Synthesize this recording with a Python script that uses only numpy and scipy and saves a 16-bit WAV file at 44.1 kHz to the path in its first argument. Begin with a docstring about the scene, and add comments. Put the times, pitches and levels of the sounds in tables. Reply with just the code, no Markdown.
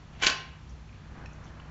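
"""A glazed aluminium folding door is pushed open under a wooden patio roof.
The bolt scrapes, the lock rattles free and snaps: one loud clack that rings in frame, panes and room.
The panels then roll softly along their track with a few small ticks of hinges and rollers,
over a low outdoor rumble and a machine's hum."""
import sys
import numpy as np
from scipy import signal
from scipy.fft import rfft, irfft
from scipy.io import wavfile
from scipy.ndimage import uniform_filter1d

SR = 44100
rng = np.random.default_rng(int(sys.argv[2]) if len(sys.argv) > 2 else 0)


def transcribe(signal):
    """Save signal, clipped to [-1, 1], as a 16-bit WAV file at the path in sys.argv[1]."""
    frames = np.atleast_2d(signal).T
    limited = np.clip(frames, -1, 1)
    pcm = np.round(limited * 32767).astype(np.int16)
    wavfile.write(sys.argv[1], SR, pcm)


N = 74970
TIME = np.arange(N) / SR


def from_db(db):
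    """Decibels to gain."""
    return 10 ** (np.asarray(db) / 20)


def unit_energy(x):
    """Scale to a sum of squares of 1."""
    return x / np.sqrt(np.sum(x ** 2) + 1e-20)


def unit_rms(x):
    """Scale to rms 1."""
    return unit_energy(x) * np.sqrt(len(x))


def at_hz(points, hz):
    """Interpolate (freq_hz, value) points over log frequency."""
    known_hz, values = np.transpose(points)
    return np.interp(np.log(np.maximum(hz, 1)), np.log(known_hz), values)


def envelope(points):
    """Gain curve through (time_s, level_db) points."""
    return from_db(np.interp(TIME, *np.transpose(points)))


def decay(t60_s):
    """Envelope falling 60 dB in t60_s."""
    return np.exp(-np.log(1000) * TIME / t60_s)


def add(out, start_s, sound):
    """Mix sound into out from start_s on."""
    start = int(start_s * SR)
    out[start:] += sound[:N - start]


def noise(colour, tilt_db_per_oct=0):
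    """Noise shaped by (freq_hz, density_db) points and a tilt; rms 1."""
    hz = np.maximum(np.fft.rfftfreq(N, 1 / SR), 1)
    gain = from_db(at_hz(colour, hz) + tilt_db_per_oct * np.log2(hz))
    return unit_rms(irfft(rfft(rng.standard_normal(N)) * gain, N))


def resonance(x, hz, width_hz):
    """Two-pole band-pass, peak gain 1."""
    radius = np.exp(-np.pi * width_hz / SR)
    feedforward = np.array([1, 0, -1]) * (1 - radius ** 2) / 2
    feedback = [1, -2 * radius * np.cos(2 * np.pi * hz / SR), radius ** 2]
    return signal.lfilter(feedforward, feedback, x)


def tone(hz, waver, width_hz=9):
    """Sine mixed with narrow-band noise; waver 0 is steady, 1 all noise."""
    steady = np.sqrt(2) * np.sin(2 * np.pi * (hz * TIME + rng.random()))
    unsteady = unit_rms(resonance(rng.standard_normal(2 * N), hz, width_hz)[N:])
    return np.sqrt(1 - waver ** 2) * steady + waver * unsteady


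def struck(blows, modes):
    """A body rings with the same damped modes at every blow."""
    out = np.zeros(N)
    ring = sum(from_db(db) * np.sin(2 * np.pi * hz * TIME) * decay(t60_s) for hz, db, t60_s in modes)
    for start_s, level_db in blows:
        add(out, start_s, from_db(level_db) * ring)
    return out


def background():
    """Outdoor rumble and hiss, a machine's hum and a low drone that swells and sinks."""
    # outdoor air spectrum: freq_hz, density_db
    air_colour = [(22, -40), (40, -1), (58, 4), (80, -0.5), (120, -5), (200, -7), (330, -17), (550, -23),
                  (1050, -20), (1800, -26), (3000, -28.5), (4800, -32.5), (7300, -37.5)]
    # machine partials: pitch_hz, rms_db, waver
    partials = [(100, -61, 0.1), (150.6, -54.5, 0.09)]
    # drone swells: time_s, rms_db
    swells = [(0, -73), (.25, -51), (.36, -68), (.5, -50.5), (.62, -59), (.73, -42), (.92, -60),
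              (1.24, -54), (1.31, -43.5), (1.39, -59.5), (1.7, -52)]
    hum = sum(from_db(rms_db) * tone(hz, waver) for hz, rms_db, waver in partials)
    drone = envelope(swells) * tone(hz=62, waver=0.51)
    return from_db(-49) * noise(air_colour) + hum + drone


def bolt():
    """The bolt slides before it lets go: a faint scrape swelling into the rattle."""
    # scrape envelope: time_s, level_db
    levels = [(0, -63.5), (.1, -88), (.135, -59), (.18, -60.5), (.21, -47), (.225, -35.5), (.24, -55),
              (.28, -91)]
    # scrape spectrum: freq_hz, density_db
    colour = [(300, -12), (750, -2), (1400, -6), (2700, -1), (4000, -9), (7500, -23.5)]
    return envelope(levels) * noise(colour)


def rollers(grit_db=1.5, grit_s=0.006):
    """Rollers rush softly in the track, louder as the panels fold; grit makes it uneven."""
    # rolling envelope: time_s, level_db
    levels = [(0, -59), (.18, -55), (.45, -59), (.7, -74), (.95, -61.5), (1.14, -51), (1.22, -46),
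              (1.3, -52.5), (1.4, -51), (1.48, -50.5), (1.6, -51), (1.7, -48)]
    # rolling spectrum: freq_hz, density_db
    colour = [(100, 13.5), (220, 9), (400, -1), (650, 1.5), (1100, 0.5), (1700, -1.5), (2400, -10.5),
              (4000, -27.5), (7500, -47.5)]
    grit = unit_rms(uniform_filter1d(rng.standard_normal(N), int(grit_s * SR)))
    return envelope(levels) * from_db(grit_db * grit) * noise(colour)


def seal(t60_s=0.12):
    """Dull thuds as the panel is pushed against its seal."""
    # thuds: start_s, level_db
    thuds = [(0.1993, -20), (0.211, -30)]
    # thud spectrum: freq_hz, density_db
    colour = [(100, -13.5), (300, -32), (700, -21), (1500, -23.5), (7000, -35)]
    out = np.zeros(N)
    for start_s, level_db in thuds:
        add(out, start_s, from_db(level_db) * unit_energy(noise(colour) * decay(t60_s)))
    return out


def lock(t60_s=0.044, gain_db=-1):
    """The lock rattles: each metal contact is a short crack coloured by the hollow frame."""
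    # metal contacts: start_s, strength_db, tilt_db_per_oct
    contacts = [(0.2164, -14.5, -1), (0.2213, -6, 1), (0.225, 0.5, 2), (.2305, -4.5, 6), (0.2347, 3.5, -1),
                (.2380, -1.5, 2), (0.2429, -6.5, -6), (0.2456, 3.5, 2), (0.2554, -8, -1.5),
                (0.2631, 9, 5.5), (.2660, 5.5, 11), (0.2669, 6, 0), (0.2717, 7, 1.5), (.2765, 2.5, 4.5),
                (0.2815, 1, 1), (0.2939, -5, -3), (0.2983, 0, 4.5), (0.3256, -11.5, -3)]
    # contact spectrum: freq_hz, density_db
    colour = [(120, -29), (250, -11), (380, -11), (550, -12), (900, -7), (1600, -2.5), (2800, 1.5),
              (4400, -3.5), (5800, -7.5), (7600, -9)]
    # frame cavity resonances: centre_hz, width_hz, boost_db
    hollows = [(375, 110, 4.5), (666, 68, 5), (820, 130, 4), (1100, 57, 3.5), (1520, 140, 6.5),
               (2520, 70, -1), (3076, 90, 3), (4220, 130, -1.5)]
    out = np.zeros(N)
    for start_s, strength_db, tilt_db_per_oct in contacts:
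        crack = noise(colour, tilt_db_per_oct) * decay(t60_s)
        for centre_hz, width_hz, boost_db in hollows:
            crack = crack + (from_db(boost_db) - 1) * resonance(crack, centre_hz, width_hz)
        add(out, start_s, from_db(strength_db + gain_db) * unit_energy(crack))
    return out


def panel(pane_db=-8.5):
    """Two blows set the aluminium frame and its glass panes ringing."""
    # blows on the frame: start_s, level_db
    blows = [(.2257, -37.5), (.2685, -43)]
    # frame modes: pitch_hz, gain_db, t60_s
    frame_modes = [(1052, 3.5, 0.56), (1473, 5, .3), (1517, -17, 0.75), (1540, -25, .25), (1934, 3, 0.27),
                   (2225, -4.5, 0.27), (2328, 8.5, .28), (2490, -26, .28), (2615, 3, 0.27), (2982, 7, .32),
                   (3000, -2, .28), (3260, 3.5, .25), (3830, -1.5, 0.24), (4090, -14, .2)]
    # glass modes: pitch_hz, gain_db, t60_s
    pane_modes = [(439.5, -1, 0.5), (547, -8, 0.26), (620, -14, 0.86), (684, -10, .5), (745, -7, 0.61),
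                  (826, -3, 0.3), (877, -15, 0.57)]
    return struck(blows, frame_modes) + from_db(pane_db) * struck(blows, pane_modes)


def latch():
    """The latch snaps against its stop and rebounds, ringing briefly."""
    # snap and rebound: start_s, level_db
    snaps = [(.2680, -10), (.2998, -21.5)]
    # latch modes: pitch_hz, gain_db, t60_s
    modes = [(398, -25, 0.087), (2670, -2, 0.007), (4415, 0, 0.017), (4800, -12, 0.035), (5130, -5, 0.0087),
             (7030, -14, 0.047)]
    return struck(snaps, modes)


def ticks(q=3.5):
    """Hinges and rollers tick and scuff: brief slips, each ringing at one pitch."""
    # slips: start_s, level_db, pitch_hz, t60_s
    slips = [(.692, -34.5, 6000, 0.13), (.8919, -33, 2500, 0.032), (0.9267, -33, 2380, 0.027),
             (.9594, -36, 2500, 0.033), (1.3315, -37, 6300, 0.022), (1.44, -35, 5830, 0.16),
             (1.4664, -33, 3200, 0.087), (1.5992, -27.5, 2700, 0.015), (1.5999, -29.5, 1200, 0.016)]
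    out = np.zeros(N)
    for start_s, level_db, pitch_hz, t60_s in slips:
        slip = rng.standard_normal(N) * decay(t60_s)
        for _ in range(2):
            slip = resonance(slip, pitch_hz, pitch_hz / q)
        add(out, start_s, from_db(level_db) * unit_energy(slip))
    return out


def hinge():
    """A hinge clicks once as the panels fold."""
    # click: start_s, level_db
    clicks = [(1.2593, -43)]
    # hinge modes: pitch_hz, gain_db, t60_s
    modes = [(1820, -3, 0.024), (2540, -0.5, 0.04), (2660, -3.5, 0.019), (4050, -7.5, .015),
             (5420, -6.5, 0.023), (6500, -15, 0.013)]
    return struck(clicks, modes)


def room(x, gain_db=-5, gap_s=0.0032, build_s=0.004):
    """Diffuse reflections build up and die away, soonest in the bass and the top treble."""
    # reverberation: freq_hz, t60_s, level_db
    reverb = np.array([(153, 0.21, -0.5), (400, 0.63, -1.5), (756, 0.48, 5), (1250, 0.37, 2),
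                       (1920, 0.64, -1.5), (2900, 0.56, -6.5), (4530, 0.42, 1), (6950, 0.24, 0.5)])
    edges_hz = np.geomspace(100, 9000, 13)
    tail = np.zeros(N)
    for low_hz, high_hz in zip(edges_hz, edges_hz[1:]):
        bandpass = signal.butter(2, [low_hz, high_hz], "band", fs=SR, output="sos")
        band = signal.sosfilt(bandpass, rng.standard_normal(N))
        centre_hz = np.sqrt(low_hz * high_hz)
        t60_s = at_hz(reverb[:, [0, 1]], centre_hz)
        level_db = at_hz(reverb[:, [0, 2]], centre_hz)
        tail += from_db(level_db) * band * decay(t60_s)
    onset = np.clip((TIME - gap_s) / build_s, 0, 1)
    tail = unit_energy(tail * onset) * np.sqrt(2 * edges_hz[-1] / SR)  # mean in-band power gain near 1
    return from_db(gain_db) * signal.fftconvolve(x, tail)[:N]


def far_wall(x, delay_s=0.051, gain_db=-11):
    """One dull midrange echo off the far wall."""
    out = np.zeros(N)
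    add(out, delay_s, from_db(gain_db) * resonance(x, hz=1530, width_hz=1700))
    return out


def scene():
    """The door and its reflections over the background; mono."""
    snap = latch()
    knocks = lock() + seal() + ticks() + hinge()
    to_walls = knocks + from_db(-9.5) * snap  # the snap faces the listener, so less reaches the walls
    reflections = room(to_walls) + far_wall(to_walls)
    return (knocks + snap + panel() + reflections + bolt() + rollers() + background())[None]


def record(dry):
    """A small microphone with narrow dips and a steep treble cut."""
    # microphone response: centre_hz, width_hz, gain_db
    bands = [(3734, 74, -14), (4930, 180, -36), (6020, 480, 1), (7340, 220, -34)]
    for centre_hz, width_hz, gain_db in bands:
        dry = dry - (1 - from_db(gain_db)) * resonance(dry, centre_hz, width_hz)
    cutoff_hz = 7620
    return signal.sosfilt(signal.ellip(12, 0.2, 70, cutoff_hz, fs=SR, output="sos"), dry)


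dry = scene()
out = record(dry)
transcribe(out)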